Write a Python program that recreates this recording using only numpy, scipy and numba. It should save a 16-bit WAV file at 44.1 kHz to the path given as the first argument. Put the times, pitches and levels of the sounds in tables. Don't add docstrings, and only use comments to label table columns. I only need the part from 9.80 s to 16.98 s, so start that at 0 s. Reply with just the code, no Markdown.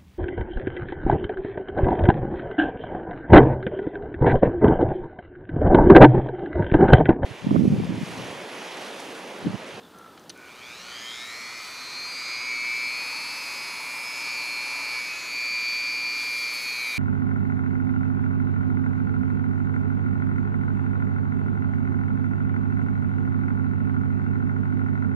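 import sys
import numpy as np
from scipy import signal
from scipy.fft import rfft, irfft
from scipy.io import wavfile
from scipy.ndimage import uniform_filter1d
from numba import njit

SR = 44100
rng = np.random.default_rng(int(sys.argv[2]) if len(sys.argv) > 2 else 0)


def log_audio(samples):
    frames = np.atleast_2d(samples).T
    limited = np.clip(frames, -1, 1)
    pcm = np.round(limited * 32767).astype(np.int16)
    wavfile.write(sys.argv[1], SR, pcm)


def rack_gain(trim_db):
    fader = np.asarray(trim_db, float)
    return 10 ** (fader / 20)


N = 316638
T = np.arange(N) / SR
MAINS_PULSE_HZ = 120
FREE_HZ = 278

# centre_hz, width_hz
CASING = (2350, 260)
CASING_HZ, CASING_WIDTH_HZ = CASING


def curves(table):
    time_s, *columns = np.transpose(table)
    return [np.interp(T, time_s, column) for column in columns]


def steady(x, level_db):
    return x * rack_gain(level_db) / np.sqrt(uniform_filter1d(x ** 2, size=8000) + 1e-20)


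def band(x, lo_hz, hi_hz):
    return signal.sosfilt(signal.butter(4, [lo_hz, hi_hz], "band", fs=SR, output="sos"), x)


def coloured(points):
    hz, db = np.transpose(points)
    bins_hz = np.maximum(np.arange(N // 2 + 1) * SR / N, 1)
    gain = rack_gain(np.interp(np.log(bins_hz), np.log(hz), db))
    x = irfft(rfft(rng.standard_normal(N)) * gain, N)
    return x / x.std()


def walk(rate_hz):
    hold = int(SR / rate_hz)
    steps = np.repeat(rng.standard_normal(N // hold + 1), hold)
    return 1.3 * uniform_filter1d(uniform_filter1d(steps, hold), hold)[:N]


@njit
def ring(x, hz, width_hz):
    y, b, l = np.empty(len(x)), 0., 0.
    for i in range(len(x)):
        g, k = np.tan(np.pi * hz[i] / SR), width_hz / hz[i]
        v = (b + g * (x[i] - l)) / (1 + g * (g + k))
        b, l, y[i] = 2 * v - b, l + 2 * g * v, k * v
    return y


def posed(pose_db):
    turning_s = (1.5, 2.8, 3.3, 5.0, 5.35, 6.5, 7.0)
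    pose_at = (0, 1, 2, 2, 3, 3, 4)
    return np.interp(T, turning_s, np.take(pose_db, pose_at))


def heard_db(line_hz, turn, ring_hz, spacing_hz):
    level_db, centre_hz, null_hz = curves(turn)
    comb = 1 - .97 * np.cos(np.pi * (line_hz - null_hz) / spacing_hz) ** 2
    return level_db - 20 * np.log10(1 + ((line_hz - centre_hz) / ring_hz) ** 2) + 10 * np.log10(comb)


def shimmer(shaft_hz):
    db_per_hz_s, most_db = .06, 5
    glide_hz_s = np.abs(uniform_filter1d(np.gradient(shaft_hz) * SR, size=9000))
    return np.minimum(db_per_hz_s * glide_hz_s, most_db) * walk(12)


def yard():
    # freq_hz, level_db per Hz
    hum_spectrum = [(25, -26), (48, -25), (85, -9), (130, -9), (270, -4), (500, -5), (750, -6.5),
                    (1000, -7), (1500, -10.5), (2200, -19.5), (3500, -16), (5600, -24), (11000, -28.5),
                    (16000, -29)]
    rumble = steady(band(rng.standard_normal(N), 149, 500), -55.5 + 1.5 * walk(14.2))
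    rumble *= np.clip((1.0 - T) / .5, 0, 1)
    return coloured(hum_spectrum) * rack_gain(-51 + 0.3 * walk(2.896)) + rumble


def birds():
    # start_s, length_s, throat_hz, level_db
    caws = [
        (0.124, 0.28, 1363, -50),
        (0.546, 0.24, 1490, -51),
        (1.045, 0.16, 1432, -48.5),
    ]
    # start_s, length_s, throat_hz, level_db
    chirp = (.01, .09, 3600, -59)
    pulse_hz = 60 * (1 + 0.137 * walk(31.0))
    pulses = np.exp(0.81 * np.cos(2 * np.pi * np.cumsum(pulse_hz) / SR))
    out = 0
    for start_s, length_s, hz, level_db in caws + [chirp]:
        u = np.clip((T - start_s) / length_s, 0, 4)
        shape = np.clip(u / .12, 0, 1) * np.where(u < .5, 1, np.exp(-(u - .5) / .3))
        throat_hz = hz * (1 - 0.066 * np.minimum(u, 1.2) ** 2)
        tone = np.sin(2 * np.pi * np.cumsum(throat_hz) / SR)
        breath = (1.5 + 6 * np.minimum(u, 1)) * rng.standard_normal(N)
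        voice = pulses * (tone + breath)
        out = out + shape * steady(ring(voice, throat_hz, 0.16 * hz), level_db)
    return out


def ticks():
    # start_s, peak_db, bright (0 dull to 1), t60_s
    contacts = [(.185, -46, 0.93, .02), (.375, -39, 0, .03), (.395, -46, 0.76, .012),
                (.438, -48, 0.95, .01), (.4947, -26.5, 0.7, .009), (0.4981, -29, 0.42, 0.027),
                (.5012, -32, 0.47, 0.017), (.503, -38, 0.28, 0.029), (.5757, -42, 0.99, .008),
                (.27, -51, 0, .03), (2.845, -34, 0, .04), (7.003, -40, 0.082, .05)]
    # freq_hz, width_hz, level_db
    modes = [(1700, 860, -7), (3000, 300, -5.5), (4020, 600, -3), (6080, 630, -2.5), (9750, 1200, -6),
             (13000, 3000, -14)]
    out, t = np.zeros(N + 2000), T[:2000]
    for start_s, peak_db, bright, t60_s in contacts:
        decay = np.exp(-np.log(1000) * t / max(t60_s, .003))
        scrape = rng.standard_normal(len(t)) * decay * (1 - np.exp(-t / 0.00015))
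        favoured_hz = 1800 * 4.9 ** bright
        sound = 0
        for hz, width_hz, mode_db in modes:
            tilt_db = -14 * np.log2(hz / favoured_hz) ** 2 / 2
            once = ring(scrape, hz + 0 * t, 1.6 * width_hz)
            sound = sound + rack_gain(mode_db + tilt_db) * ring(once, hz + 0 * t, 1.6 * width_hz)
        out[int(start_s * SR):][:2000] += rack_gain(peak_db) * sound / np.abs(sound).max()
    return out[:N]


def buffing(angle):
    # time_s, extra_db
    presses = [
        (6.43, 2),
        (6.59, 5),
        (6.745, 7.5),
        (6.83, 6.5),
        (6.96, -1),
        (7.1, -1),
    ]
    flare_s = 0.028
    comb = 0
    for k in range(9, 60):
        level_db = 5 * walk(24) - .4 * abs(k - 37)
        comb = comb + rack_gain(level_db) * np.cos(k * angle + rng.uniform(0, 2 * np.pi))
    turn_part = angle / (2 * np.pi) % 1
    grit = band(rng.standard_normal(N) * np.exp(-turn_part / .2), 9300, 11200)
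    scuff = comb / comb.std() + .5 * grit / grit.std()
    press_db = sum(db * np.exp(-((T - time_s) / flare_s) ** 2) for time_s, db in presses)
    return steady(scuff, -52 + press_db) * np.clip((T - 6.33) / .08, 0, 1)


def cooling_air(angle, shaft_hz):
    # freq_hz, level_db per Hz
    vent_spectrum = [(300, -7.5), (750, -3), (950, -1), (1350, -1), (1650, -2.5), (2300, -2), (3100, -7),
                     (4400, -1), (5500, -9), (6300, -4.5), (7200, -10), (8700, -23), (10500, -15),
                     (16000, -26)]
    # freq_hz, width_hz, level_db in each of five poses
    whistles = [(910, 57, -15, -21, 6.5, -19, -18), (1008, 38, 1, 9.5, 3.6, 8, 4),
                (1260, 190, 5.5, 6.5, 1.3, 1.5, 0)]
    edges_hz = (350, 1750, 8000, 9400, 16000)
    range_pose_db = [
        (-46, -44.5, -43.5, -47, -47),
        (-45.5, -44.5, -45.5, -44.5, -42.5),
        (-54.5, -57.5, -50.5, -57, -64),
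        (-54, -55, -49.5, -52.5, -45.5),
    ]
    # start_s, fading_s, hiss_lift_db
    vent_glimpse = (2.22, 0.74, 6.3)
    db_per_decade = 24.5
    rush = coloured(vent_spectrum) * (1 + 0.059 * np.cos(angle))
    for hz, width_hz, *pose_db in whistles:
        rush += rack_gain(posed(pose_db)) * ring(rush, hz + 0 * T, 1. * width_hz)
    rush -= 0.44 * ring(rush, 1650 + 0 * T, 100.0)
    speed_db = db_per_decade * np.log10(shaft_hz / FREE_HZ)
    levels_db = [posed(pose_db) + speed_db for pose_db in range_pose_db]
    start_s, fading_s, lift_db = vent_glimpse
    fade = np.exp(-(np.maximum(T - start_s, 0) / fading_s) ** 2)
    levels_db[2] += lift_db * np.clip((T - start_s) / .1, 0, 1) * fade
    trims_db = (-2.1, 2, -4.5, -4.0)
    out = 0
    for lo_hz, hi_hz, level_db, trim_db in zip(edges_hz, edges_hz[1:], levels_db, trims_db):
        out = out + steady(band(rush, lo_hz, hi_hz), level_db + trim_db + 0.89 * walk(9))
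    return out


def singing(angle, shaft_hz):
    # multiple, level_db
    strong_lines = [(15, 2.8), (16, 2.5), (17, -6), (18, 4.5)]
    # multiple, open_db, aside_db, part_db
    weak_lines = [(1, -63, -60.5, -63), (2, -70, -66, -67), (3, -72, -59, -65), (4, -70, -62, -68),
                  (6, -62, -58, -59), (10, -64, -60, -58), (12, -68, -60, -57), (14, -59, -55, -55),
                  (19, -62, -64, -60), (21, -62, -61, -60), (23, -57, -61, -59), (24, -55, -59, -60),
                  (25, -66, -65, -68), (27, -73, -69, -68), (29, -74, -72, -70), (31, -75, -71, -75),
                  (32, -75, -70, -75), (34, -74, -68, -65), (36, -73, -59, -65), (38, -78, -69, -67),
                  (39, -75, -68, -68), (40, -75, -69, -65), (42, -72, -75, -70), (44, -77, -73, -73),
                  (45, -79, -76, -74), (46, -80, -78, -74), (48, -82, -78, -76)]
    # time_s, level_db, centre_hz, null_hz of the hand's reflection
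    cavity_turn = [(1.0, -55, 2900, 2500), (1.37, -43.5, 3500, 3000), (1.6, -52, 4330, 3800),
                   (1.91, -45.7, 4293, 3645), (2.18, -36.7, 4307, 3765), (2.48, -32.1, 4564, 4529),
                   (2.81, -35.5, 4442, 4213), (3.13, -33.7, 4621, 4754), (3.89, -33.8, 4678, 4613),
                   (4.04, -38.1, 4540, 4550), (4.28, -36, 4962, 4879), (4.65, -33.3, 4499, 4598),
                   (5.27, -33.6, 4626, 4647), (5.37, -40, 4551, 4664), (5.74, -33.4, 4732, 5034),
                   (6.58, -32.4, 4754, 4970), (7.12, -33.5, 4539, 4762), (7.18, -38.7, 4187, 4176)]
    cavity_ring_hz, null_spacing_hz = 214, 1300
    ripple_depth = .08 + 2.2 * np.clip(1 - shaft_hz / FREE_HZ, 0, .3)
    ripple = 1 + ripple_depth * np.cos(2 * np.pi * MAINS_PULSE_HZ * T)
    strong = 0
    for k, db in strong_lines:
        level_db = db + heard_db(k * shaft_hz, cavity_turn, cavity_ring_hz, null_spacing_hz)
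        level_db = level_db + shimmer(shaft_hz) + 1.5 * walk(25)
        strong = strong + rack_gain(level_db) * np.cos(round(k) * angle + k * k)
    weak, play = 0, .035 * walk(90)
    for k, open_db, aside_db, part_db in weak_lines:
        k = round(k)
        level_db = posed([open_db, open_db, aside_db, part_db, part_db])
        level_db = level_db + 2.5 * walk(3) + 2.2 * walk(20)
        weak = weak + rack_gain(level_db) * np.cos(k * angle + k * k + k * play)
    return np.sqrt(2) * ripple * (strong + weak * np.clip((T - .6) / 0.44, 0, 1))


def strain(angle, shaft_hz):
    # multiple, level_db
    slots = [(8, -20), (16, -6), (24, 0), (32, -1), (40, -10), (48, -18)]
    half_wave = (T * MAINS_PULSE_HZ) % 1
    jolt = np.exp(-half_wave / 0.22) * (1 - np.exp(-half_wave / 0.09)) * rack_gain(1.2 * walk(59.2))
    wobble = 1 + .6 * np.cos(angle)
    pull = sum(rack_gain(db + 3 * walk(22)) * np.cos(k * angle + 1.1 * walk(300)) for k, db in slots)
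    pull = pull * (.2 + jolt) * wobble
    load = np.clip(1 - shaft_hz / FREE_HZ, 0, 1)
    rasp = pull * rack_gain(-26.5) * load * (shaft_hz / FREE_HZ) ** 2.2
    thump = 1.1 * np.sin(2 * np.pi * CASING_HZ * half_wave / MAINS_PULSE_HZ)
    knock = .05 * pull + jolt ** 2 * (rng.standard_normal(N) + thump)
    buzz = ring(ring(knock, CASING_HZ + 0 * T, 480.0), CASING_HZ + 0 * T, 440.0)
    crossing = sum(1 / (1 + ((k * shaft_hz - CASING_HZ) / CASING_WIDTH_HZ) ** 4) for k, _ in slots[1:4])
    buzz_db = -52 + 5 * crossing + 14 * np.log10(shaft_hz / 150)
    return rasp + steady(buzz, buzz_db) * np.clip((1.5 - T) / .4, 0, 1)


def slot_whine(angle, shaft_hz):
    # step of 120 Hz, level_db
    sidebands = [(0, 9), (1, 5), (2, -3), (3, -6.5)]
    # step of 120 Hz, level_db at the resonance
    outer = [(-3, -51), (-2, -45.5), (-1, -45), (3, -48), (4, -47), (5, -53), (6, -53), (7, -58)]
    upper_pose_db = (2, -1, 3, -7, -1)
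    # time_s, level_db, centre_hz, null_hz of the hand's reflection
    casing_turn = [(1.04, -50, 1900, 2100), (1.36, -46, 2150, 1900), (1.5, -39, 2339, 2244),
                   (2.2, -37.6, 2410, 2580), (2.58, -26.7, 2443, 2475), (2.89, -22.6, 2415, 2424),
                   (3.24, -28.3, 2499, 2580), (3.57, -28.9, 2512, 2463), (4.15, -33, 2375, 2325),
                   (4.56, -26.2, 2510, 2540), (5.01, -29.2, 2460, 2480), (5.21, -29, 2390, 2425),
                   (5.31, -26.5, 2480, 2396), (5.42, -31, 2460, 2390), (5.62, -26.5, 2395, 2345),
                   (6.63, -28.9, 2341, 2287), (6.83, -28.8, 2394, 2330), (7.18, -26.5, 2363, 1917)]
    casing_ring_hz, null_spacing_hz = 75, 550
    mains = 2 * np.pi * MAINS_PULSE_HZ * T
    ring_hz = casing_ring_hz * (1 + 1.5 * np.clip((255 - shaft_hz) / 25, 0, 1))
    levels_db = []
    for m, db in sidebands:
        line_hz = 8 * shaft_hz + m * MAINS_PULSE_HZ
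        level_db = db + heard_db(line_hz, casing_turn, ring_hz, null_spacing_hz) + shimmer(shaft_hz)
        levels_db.append(level_db)
    loud_db = 10 * np.log10(sum(rack_gain(2 * db) for db in levels_db))
    lines = 0
    for m, db in enumerate(levels_db):
        lines = lines + rack_gain(db + .8 * walk(30)) * np.cos(8 * angle + m * mains + .6 * m * m)
    for m, db in outer:
        detune = (8 * shaft_hz + m * MAINS_PULSE_HZ - CASING_HZ) / CASING_WIDTH_HZ
        level_db = db + (m > 2) * posed(upper_pose_db) + loud_db / 3 + 12 + 2 * walk(4)
        lines += rack_gain(level_db) / (1 + detune ** 2) * np.cos(8 * angle + m * mains + .6 * m * m)
    rattle = ring(rng.standard_normal(N), CASING_HZ + 0 * T, 700.0)
    return (np.sqrt(2) * lines + steady(rattle, loud_db - 22)) * np.clip((T - .9) / 0.33, 0, 1)


def scene():
    # time_s, shaft_hz
    speed = [(0.52, 15.6), (0.59, 56.7), (0.7, 102.6), (0.87, 148.2), (1.04, 181.2), (1.24, 208.2),
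             (1.54, 233.2), (1.89, 253), (2.28, 265.6), (2.76, 274.1), (3.28, 280), (3.86, 283.5),
             (4.55, 285.2), (6.4, 284.6), (6.71, 281.8), (6.83, 277.4), (6.99, 267.8), (7.18, 250.8)]
    shaft_hz = uniform_filter1d(curves(speed)[0], size=3000)
    angle = 2 * np.pi * np.cumsum(shaft_hz * (1 + 0.000377 * walk(40))) / SR
    motor = slot_whine(angle, shaft_hz) + strain(angle, shaft_hz) + singing(angle, shaft_hz)
    tool = motor + cooling_air(angle, shaft_hz) + buffing(angle)
    switched_on = np.clip((T - .5) / 0.053, 0, 1)
    mono = yard() + birds() + ticks() + tool * switched_on
    return np.array([mono, mono])


def band_limit(x):
    return signal.sosfilt(signal.butter(12, 16270, fs=SR, output="sos"), x)


def record(dry):
    top = signal.ellip(8, .2, 60, 15480, fs=SR, output="sos")
    mix = signal.sosfilt(top, dry)
    return band_limit(mix)


dry = scene()
out = record(dry)
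log_audio(out)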